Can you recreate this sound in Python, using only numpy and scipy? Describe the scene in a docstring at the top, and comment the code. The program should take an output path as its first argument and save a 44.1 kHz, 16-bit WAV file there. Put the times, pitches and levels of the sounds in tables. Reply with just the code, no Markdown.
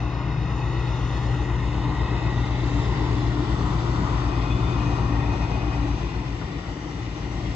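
"""Diesel freight train beyond a field

A two-stroke engine throbs about eight times a second and sinks in pitch by the Doppler shift: harmonics
of the shaft speed sum to its boom, hum and drone, and a wavering tone gives its cooler fans.
Shaped noise gives the rumble, wheel roar, rail ring and hiss; narrow resonances make wheels sing faintly,
and short bursts of narrow noise are coupling knocks. A two-port microphone sets the stereo image."""
import sys
import numpy as np
from scipy import signal
from scipy.fft import rfft, irfft
from scipy.io import wavfile
from scipy.ndimage import uniform_filter1d

SR = 44100
rng = np.random.default_rng(int(sys.argv[2]) if len(sys.argv) > 2 else 0)


def digitize_waveform(pressure):
    """Quantize a signal to 16-bit integers and store it at the path in sys.argv[1].

    Rows of a 2-D input are taken as channels; values are limited to [-1, 1].
    """
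    field = np.atleast_2d(pressure).T
    bounded = np.clip(field, -1, 1)
    quanta = np.round(bounded * 32767).astype(np.int16)
    wavfile.write(sys.argv[1], SR, quanta)


N = 332955
TIME = np.arange(N) / SR  # s
WINDOW, HOP = 4096, 1024  # short-time spectra, samples
BINS = np.fft.rfftfreq(WINDOW, 1 / SR)  # Hz
FRAMES = np.arange(N // HOP + 3) * HOP / SR  # s

# nearness of the locomotive, which the rumble, rolling noises and steady fan tone follow in their own
# proportions: t/s, nearness/dB
NEARNESS = [(0, -8), (.8, -5.5), (2.3, -2), (3.8, 0.5), (5.5, -1), (6.3, -5.5), (6.85, -7.5), (7.55, -4.5)]


def gain_of(db):
    """Logarithmic level: 20 dB is a factor of ten in amplitude."""
    return 10 ** (np.asarray(db) / 20)


def evened(x):
    """Normalization: scales a signal to an rms of one."""
    return x / np.sqrt(np.mean(x ** 2) + 1e-20)


def curves(rows, t=TIME):
    """Linear interpolation in time of each column of a table."""
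    s, *columns = np.transpose(rows)
    return [np.interp(t, s, column) for column in columns]


def spectra(rows):
    """Linear interpolation over log frequency of each column of a table."""
    hz, *columns = np.transpose(rows)
    return [np.interp(np.log(BINS + 1), np.log(hz + 1), column) for column in columns]


def bell(t, s, length):
    """Gaussian envelope of height one, centred on s with standard deviation length."""
    return np.exp(-((t - s) / length) ** 2 / 2)


def changeover(s, length, db):
    """Sigmoid transition: a smooth step of db around time s."""
    return db * (1 + np.tanh((TIME - s) / length)) / 2


def drift(rate):
    """Low-passed random process of rms one, changing about `rate` times a second."""
    hz = np.fft.rfftfreq(N, 1 / SR)
    lowpass = np.exp(-(hz / rate) ** 2)
    return evened(irfft(rfft(rng.standard_normal(N)) * lowpass, N))


def narrow(hz, width_hz):
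    """Quadrature modulation: slow noise on two carriers makes a narrow band of noise at hz."""
    angle = 2 * np.pi * np.cumsum(hz * np.ones(N)) / SR
    return evened(drift(width_hz) * np.cos(angle) + drift(width_hz) * np.sin(angle))


def wavering(hz, wander_hz, rate):
    """Frequency modulation: a tone of rms one whose pitch wanders randomly about hz."""
    return np.sqrt(2) * np.cos(2 * np.pi * np.cumsum(hz + wander_hz * drift(rate)) / SR)


def panned(x, balance_db):
    """Level difference between the ports: the left is louder by balance_db."""
    gains = gain_of([[balance_db / 2], [-balance_db / 2]])
    return x * gains / gains.mean()


def ports():
    """Interaural-style cues: each port's gain and their complex coherence, by time and frequency."""
    # direction of the noise: t/s, share from the side (0-1), lag of the left port for sound ahead/ms
    bearing = [(0, 0, -0.013), (1.2, 0.15, -0.02), (2.4, 0.35, 0.066), (3.5, 0.67, 0.12), (4.6, 0.82, 0.28),
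               (7.55, 0.87, 0.13)]
    # colour of the ports: f/Hz, then left level/dB and right level/dB for ahead, abreast and away
    port_gains = [(60, 4, -1, 4.5, -2.5, 2.5, -2), (248, 2, -0.5, 3.0, -0.5, 2.5, -1),
                  (427, 5.0, -3.5, 6, -3.5, 3.5, -7.5), (520, 1.5, -9, 0, -10, 1.5, -6.5),
                  (674, 3, -0.5, 0.5, -4, 3.5, 2.5), (816, 3.5, 5, 2, 5, 5.5, 3.5),
                  (990, 6, 3.5, 3.5, 1, 6.5, -3), (1200, 6, 3.5, 3, -0.5, 7, -5.5),
                  (1430, 5.5, 0.5, 2.0, -11.5, 5.5, -7.5), (1556, 2, -12.5, -0.5, -12.5, 2, -7.5),
                  (1665, -2.5, -8.5, -1, -1.5, -1.5, -5.5), (1904, 6.5, 5.5, 9, 6, 7.5, 1.5),
                  (2120, 4, 3.5, 10, 2.5, 8.5, 2.5), (2290, -2.5, -12, 2, -1.5, 3, -2.5),
                  (2460, 0, 2.5, 3.5, -8.5, 7, -1.0), (2510, 7, 0.5, 3.5, 5.5, 0, 2.5),
                  (2866, 1, 4.5, 1.5, 0.5, 3, 0), (3240, -3.5, -7, -0.5, -13.0, -1.5, -6.5),
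                  (3350, -4.5, -7, -2, -5, -3, -5), (3480, 2, 2, -3, 3, -3, 0.0),
                  (3730, 9, 0.5, 1.5, 0, 1, -4), (4160, -2, -4.5, 2.5, -11, -1, -2.5),
                  (4410, 1, 5, -4, 5, -2.0, 2), (4760, -5, -5.0, 1.5, -4, 1.5, -4.5),
                  (5150, 0.5, 4, 1.5, 3, -1.5, 4.5), (5470, 3, 3.5, 0, 2.5, -1.0, 5.5),
                  (5830, -6.0, 1, 2, -3.5, 4.5, 4), (6200, 1.5, 5.0, 0, 5, -0.5, 5),
                  (6660, -3, -4.5, 1, 1.5, -0.5, 1.5), (7160, -4, -5, 3.5, 2, -2, -3),
                  (7900, -8.5, -28.5, -2.5, -6.5, -2, -5)]
    # relation of the ports: f/Hz, left's lead/rad and likeness (0-1, before the exponent below) for a
    # train ahead, then the same two for a train to the side
    port_phases = [(60.0, 0.1, 1.0, 0.0, 0.99), (250.0, 0.1, 0.98, 0.0, 0.98),
                   (420.0, 0.4, 0.89, 0.1, 0.77), (520.0, -0.3, 0.66, -1.3, 0.47),
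                   (750.0, -0.3, 0.83, -0.8, 0.8), (1050.0, 0.4, 0.9, -0.7, 0.53),
                   (1300.0, 0.9, 0.88, -1.5, 0.36), (1500.0, 1.7, 0.68, -3.6, 0.77),
                   (1680.0, 4.1, 0.72, -2.5, 0.57), (1950.0, 5.9, 0.96, 0.3, 0.46),
                   (2130.0, 6.8, 0.81, 1.8, 0.43), (2330.0, 3.8, 0.56, 4.8, 0.11),
                   (2650.0, 5.7, 0.78, 5.0, 0.32), (2900.0, 6.3, 0.85, 6.6, 0.39),
                   (3150.0, 7.3, 0.62, 9.0, 0.31), (3500.0, 6.3, 0.46, 11.5, 0.38),
                   (3850.0, 7.1, 0.7, 11.4, 0.3), (4100.0, 10.0, 0.44, 13.4, 0.21),
                   (4400.0, 12.2, 0.72, 10.9, 0.28), (4720.0, 9.5, 0.32, 12.9, 0.53),
                   (5120.0, 11.9, 0.59, 15.6, 0.51), (5650.0, 10.8, 0.57, 16.3, 0.47),
                   (6200.0, 7.7, 0.31, 17.7, 0.19), (6650.0, 6.8, 0.47, 20.1, 0.06),
                   (7150.0, 7.9, 0.25, 18.8, 0.26), (7900.0, 9.0, 0.13, 19.4, 0.13)]
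    ahead, abreast, away = .05, .5, .85  # share from the side

    side, lag_ms = (column[:, None] for column in curves(bearing, FRAMES))
    side = np.clip(side, 0, 1)
    shares = [np.interp(side, [ahead, abreast, away], corner) for corner in np.eye(3)]
    colours = np.reshape(spectra(port_gains), (3, 2, 1, -1))
    gains = gain_of(sum(share * colour for share, colour in zip(shares, colours)))

    lead_ahead, like_ahead, lead_side, like_side = spectra(port_phases)
    swing = 2 * np.pi * BINS * lag_ms / 1000
    # phases are blended as phasors, so that they wrap correctly
    phasor = (1 - side) * np.exp(1j * (lead_ahead - swing)) + side * np.exp(1j * lead_side)
    lead = np.angle(phasor)
    likeness = np.clip((1 - side) * like_ahead + side * like_side, 0, 1) ** .6
    return gains, likeness * np.exp(-1j * lead)


def noise(spectrum, microphone, patchy_db, lift_db=0):
    """Filtered noise with partial coherence between ports; moving air makes patches swell and fade."""
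    gains, same = microphone
    a, b, c, d, patches = rng.standard_normal((5, len(FRAMES), len(BINS)))
    patches = uniform_filter1d(patches, size=9, axis=0)
    patches = evened(uniform_filter1d(patches, size=8, axis=1))
    left = a + 1j * b
    independent = np.sqrt(np.maximum(1 - abs(same) ** 2, 0)) * (c + 1j * d)
    z = np.array([left, same * left + independent])
    z *= gains * gain_of(spectra(spectrum)[0] + patchy_db * patches + lift_db)
    x = signal.istft(z.transpose(0, 2, 1), nperseg=WINDOW, noverlap=WINDOW - HOP)[1][:, :N]
    # the mean of the ports is held near an rms of one over each second
    return x / np.sqrt(uniform_filter1d(x.mean(0) ** 2, size=SR))


def knocks():
    """Impact excitation: wagon couplings clank dully, far off, and decay exponentially."""
    # t/s, level/dB, centre f/Hz
    clanks = [(6.412, -37, 1000), (6.635, -40, 1000), (6.755, -40, 850)]
    attack_s, decay_s = 0.0015, 0.025
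    out = np.zeros(N)
    for s, db, hz in clanks:
        age = np.maximum(TIME - s, 0)
        envelope = (1 - np.exp(-age / attack_s)) * np.exp(-age / decay_s)
        out += gain_of(db) * envelope * narrow(hz, width_hz=560)
    return panned(out, balance_db=7)


def ringing(hz, width_hz):
    """Resonance under random forcing: noise with a sharp peak and wide skirts."""
    off = (np.fft.rfftfreq(N, 1 / SR) - hz) / width_hz
    random_phase = np.exp(2j * np.pi * rng.random(len(off)))
    return evened(irfft(random_phase / (1 + off ** 2) ** .75, N))


def resonance(hz, width_hz, wander):
    """Modal vibration: one resonance, part wandering tone and part rasp."""
    rasp_hz = 42  # a resonance wider than this rasps more than it sings
    pitch = hz + width_hz / 2 * np.roll(wander, rng.integers(N))
    tone = np.sqrt(2) * np.cos(2 * np.pi * np.cumsum(pitch) / SR)
    clean = 1 / (1 + (width_hz / rasp_hz) ** 2)  # tone's share of the power
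    return np.sqrt(clean) * tone + np.sqrt(1 - clean) * ringing(hz, width_hz)


def squeals():
    """Modal resonance: one wheel sings on, while other squeals and swells of hiss rise and die away."""
    # long rubs, short bursts and swells of hiss: peak t/s, standard deviation/s, f/Hz, width/Hz,
    # level/dB, left-right/dB
    rises = [(1.15, .85, 1915, 12, -52, 0), (1.35, .07, 1920, 14, -52, 0), (2, .11, 1920, 20, -44.5, 0),
             (2.37, .12, 1920, 20, -45.5, 0), (3.25, .12, 1925, 35, -53, 0), (4.4, .25, 1890, 16, -58, 10),
             (5.13, .2, 1872, 20, -50, 8), (1, .9, 940, 14, -51, 2), (.55, .25, 2560, 22, -53, 5),
             (1.15, .35, 2580, 20, -56, 5), (2.17, .13, 2570, 16, -52, 5), (4.12, .04, 2510, 22, -56, 4),
             (5.3, .45, 2520, 90, -56, 8), (2.5, .6, 3700, 120, -52.5, 3), (2.4, .5, 3520, 30, -59, 0),
             (3.4, .45, 3470, 100, -57, -10), (3.1, .5, 5100, 100, -61, 0),
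             (4.58, .19, 3540, 130, -51.5, -2), (4.55, .045, 3453, 12, -48, -2),
             (4.68, .06, 3550, 24, -55, -2), (5.3, .45, 3500, 90, -61, -2)]
    # the one wheel that sings on and on: t/s, level/dB
    song = [(4.2, -66), (4.32, -50), (4.45, -49), (4.53, -46), (4.62, -50.5), (4.78, -49), (4.95, -47.5),
            (5.05, -52.5), (5.3, -49.5), (5.43, -53), (5.52, -47.5), (5.74, -47.5), (5.8, -55), (6.18, -56),
            (6.35, -70)]
    wander = drift(30)
    song_db = np.interp(TIME, *np.transpose(song), left=-120, right=-120)
    singing = gain_of(song_db) * resonance(2501, 20, wander)  # pitch Hz, width Hz
    out = panned(singing, balance_db=7.5)
    for s, length, hz, width_hz, db, balance_db in rises:
        rise = gain_of(db) * bell(TIME, s, length) * resonance(hz, width_hz, wander)
        out += panned(rise, balance_db)
    flutter_db = 2 * drift(28)
    return out * gain_of(flutter_db)


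def roar(near_db, microphone):
    """Roughness excitation: rough steel on steel makes the wheels roar, with broad humps as it swells."""
    # f/Hz, relative level/dB per Hz
    spectrum = [(200, -26.5), (330, -4), (430, 0.5), (560, 1.5), (750, -1.5), (1000, -1.5), (1300, -4.5),
                (1600, -5), (2100, -47.5)]
    # swells of the roar: t/s, standard deviation/s, centre f/Hz, height/dB
    humps = [(2.1, 0.24, 890, 5.5), (2.85, 0.28, 880, 3), (3.996, 0.39, 1103, 5.5), (4.9, 0.21, 1134, 4),
             (5.496, 0.43, 830, 5), (7.2, .5, 400, 4.5)]
    # the wagons roll more quietly than the locomotive: changeover t/s, its length/s, level change/dB
    drop = (5.88, 0.23, -4.5)
    hump_db = sum(db * bell(FRAMES[:, None], s, length) * np.exp(-(np.log((BINS + 1) / hz) / 0.33) ** 2)
                  for s, length, hz, db in humps)
    level_db = -35 + 0.39 * near_db + changeover(*drop)
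    return gain_of(level_db) * noise(spectrum, microphone, patchy_db=1.4, lift_db=hump_db)


def rail_ring(near_db, microphone):
    """Forced vibration: the rails ring in a band of noise above the roar."""
    # f/Hz, relative level/dB per Hz
    spectrum = [(1200, -28.5), (1650, 4), (2000, 0), (2500, -0.5), (3000, -3), (3800, -33)]
    # the ring of the rails drops in level: time t/s, its length/s, level change/dB
    drop = (3.17, 0.19, -2.4)
    level_db = -43 + 0.31 * near_db + changeover(*drop)
    return gain_of(level_db) * noise(spectrum, microphone, patchy_db=1.73)


def hiss(near_db, microphone):
    """Contact noise: the patches where wheel meets rail hiss in the treble."""
    # f/Hz, relative level/dB per Hz
    spectrum = [(2300, -24.5), (3200, 4), (3700, 0), (4500, -4), (5200, -5.5), (5800, -14.5), (6600, -27.5)]
    return gain_of(-48.5 + 0.52 * near_db) * noise(spectrum, microphone, patchy_db=2.0)


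def fizz(near_db, microphone):
    """Atmospheric absorption: the air takes more of the top fizz the farther off the train is."""
    # f/Hz, relative level/dB per Hz
    spectrum = [(4800, -21), (5800, -1.5), (6300, -3.5), (7000, -2.5), (7900, -5), (8600, -19.5)]
    # the train's front draws level at abreast_s; from then on there are wheels at the closest point
    abreast_s, track_m, speed_m_per_s = 2.95, 49, 51
    air_db_per_m = 0.04
    along_m = speed_m_per_s * np.maximum(abreast_s - TIME, 0)
    extra_m = np.hypot(track_m, along_m) - track_m
    level_db = -58.5 + 0.27 * near_db - air_db_per_m * extra_m + 0.88 * drift(3)
    return gain_of(level_db) * noise(spectrum, microphone, patchy_db=3.0)


def rolling(near_db, microphone):
    """Superposition of the wheel and rail noises under one shared flicker of level."""
    # swells and dips of the hiss and fizz: t/s, standard deviation/s, level change/dB
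    swells = [(1, 0.25, 2.5), (3.45, 0.22, 0.5), (5.35, 0.44, -1.4)]
    swell_db = sum(db * bell(TIME, s, length) for s, length, db in swells)
    treble = gain_of(swell_db) * (hiss(near_db, microphone) + fizz(near_db, microphone))
    flicker = gain_of(0.45 * drift(22))
    return flicker * (roar(near_db, microphone) + rail_ring(near_db, microphone) + treble)


def fans(near_db):
    """Power summation: surges of the cooler fans' tone add to its steady level as the pitch glides."""
    # peak t/s, standard deviation of the amplitude/s, f/Hz, level/dB
    surges = [(.06, .05, 299, -39), (1.07, .06, 297, -39.5), (1.4, .08, 300, -40), (1.73, .05, 296, -34),
              (1.88, .05, 299, -36), (2.12, .04, 297, -37.5), (2.46, .045, 294, -34),
              (2.67, .045, 294, -32.5), (2.77, .04, 289, -31), (2.86, .03, 295, -34),
              (3.02, .04, 300, -33.5), (3.2, .05, 297, -33.5), (3.41, .06, 298, -33), (3.71, .06, 294, -34),
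              (4, .04, 294.5, -33.5), (4.28, .045, 295, -34.5), (4.6, .05, 292, -38), (4.86, .05, 296, -31),
              (5.12, .045, 290, -32.5), (5.28, .04, 293, -34), (5.41, .035, 289, -33),
              (5.65, .04, 293, -37), (5.85, .06, 292, -30.5), (6.55, .05, 289, -40),
              (6.82, .06, 298, -41.5), (7.3, .15, 296, -42)]
    hz, = curves([(s, pitch) for s, _, pitch, _ in surges])
    surge_power = sum((gain_of(db) * bell(TIME, s, length)) ** 2 for s, length, _, db in surges)
    steady = gain_of(-45.5 + 0.43 * near_db)
    level = np.sqrt(steady ** 2 + surge_power)
    return level * gain_of(0.5 * drift(12)) * wavering(hz, wander_hz=1.5, rate=15)


def rumble(near_db, turns, microphone):
    """Amplitude modulation: low noise that pulses once a turn of the shaft."""
    # f/Hz, relative level/dB per Hz
    spectrum = [(10, -23.5), (28, -25.5), (42, -17.5), (55, 0.5), (85, 0), (135, 3), (175, -0.5), (225, -7),
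                (270, -2.5), (345, -1.5), (430, -13.5), (520, -17), (800, -57.5)]
    pulsing = gain_of(.7 * np.cos(2 * np.pi * turns))
    return gain_of(-28 + 0.82 * near_db) * pulsing * noise(spectrum, microphone, patchy_db=0.67)


def exhaust_lines(lines, turns, waver_db):
    """Beats and phase dispersion: lines beat into throbs, which the silencer makes build slowly and drop fast."""
    smear = .51  # how much the silencer delays the lines away from its resonance
    out = np.zeros(N)
    for k, db in lines:
        order = round(2 * k) / 2
        delay = smear * (round(k) - 7) * (round(k) - 7.5) * (round(k) - 8)  # zero for orders 7 and 8
        out += gain_of(db + waver_db * drift(2)) * np.cos(2 * np.pi * order * turns - delay)
    return evened(out)


def exhaust(turns):
    """Harmonic synthesis: orders 7 and 8 beat once a turn; a hum an octave up and a drone lie above."""
    # lines of each part: multiple of the shaft speed, relative level/dB
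    boom_lines = [(5, -28), (6, -18.5), (7, -3), (8, -4.3), (9, -16.5)]
    hum_lines = [(11, -23.5), (12, -11), (13, -6), (14, -15.5), (15, 3.5), (16, -13)]
    drone_lines = [(18.5, 0), (21, -11), (23, -13), (25, -11)]
    # t/s, boom level/dB, hum level/dB (both before the trims below)
    loudness = [(0, -28, -28.5), (.55, -28, -26.8), (1.3, -26.7, -25.8), (1.7, -26.3, -27.3),
                (2.35, -26, -25.3), (3.1, -26.3, -25), (3.6, -26.3, -27), (4.3, -25.8, -27.3),
                (4.9, -26.3, -25), (5.25, -25.5, -24.5), (5.5, -26, -29), (5.85, -24.8, -30.5),
                (6.2, -29, -33.5), (6.5, -34.5, -37), (6.85, -39, -46), (7.2, -33, -33), (7.55, -30.5, -34)]
    # the drone, strongest while the engine is still ahead: t/s, level/dB
    drone_level = [(0, -40.5), (.3, -34), (.8, -37), (1.2, -40.5), (2.4, -39.5), (3.5, -38), (4.5, -42),
                   (5.8, -41), (6.7, -48), (7.55, -48)]
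    boom_db, hum_db = curves(loudness)
    drone_db, = curves(drone_level)
    boom = gain_of(boom_db - 1.2) * exhaust_lines(boom_lines, turns, waver_db=.3)
    hum = gain_of(hum_db - 1.9 + .8 * drift(23)) * exhaust_lines(hum_lines, turns, waver_db=.4)
    drone = gain_of(drone_db) * exhaust_lines(drone_lines, turns, waver_db=1.5)
    return boom + hum + drone


def locomotive(near_db, microphone):
    """Doppler shift: the shaft speed as heard falls, taking the exhaust and the rumble's pulse with it."""
    # crankshaft as heard: t/s, speed/turns per second
    shaft = [(0, 8.15), (.4, 8.11), (1.15, 8.1), (2.65, 8.04), (3.4, 8), (4.15, 7.95), (4.9, 7.88),
             (5.65, 7.78), (6.4, 7.71), (7.3, 7.62)]
    first_throb_turns = .380  # turns before the first throb
    speed, = curves(shaft)
    turns = np.cumsum(speed) / SR - first_throb_turns
    tonal = panned(exhaust(turns) + fans(near_db), balance_db=4.5)
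    return tonal + rumble(near_db, turns, microphone)


def scene():
    """Superposition: the locomotive leading its wagons."""
    microphone = ports()
    near_db, = curves(NEARNESS)
    wagons = knocks() + squeals() + rolling(near_db, microphone)
    return wagons + locomotive(near_db, microphone)


def record(dry):
    """Band limitation: a linear-phase low-pass at the microphone's upper edge, after a short fade-in."""
    edge_hz = 8450
    fade_in = np.minimum(TIME / .004, 1)
    lowpass = signal.firwin(511, edge_hz, window=("kaiser", 9), fs=SR)
    return signal.oaconvolve(dry * fade_in, lowpass[None], "same")


dry = scene()
out = record(dry)
digitize_waveform(out)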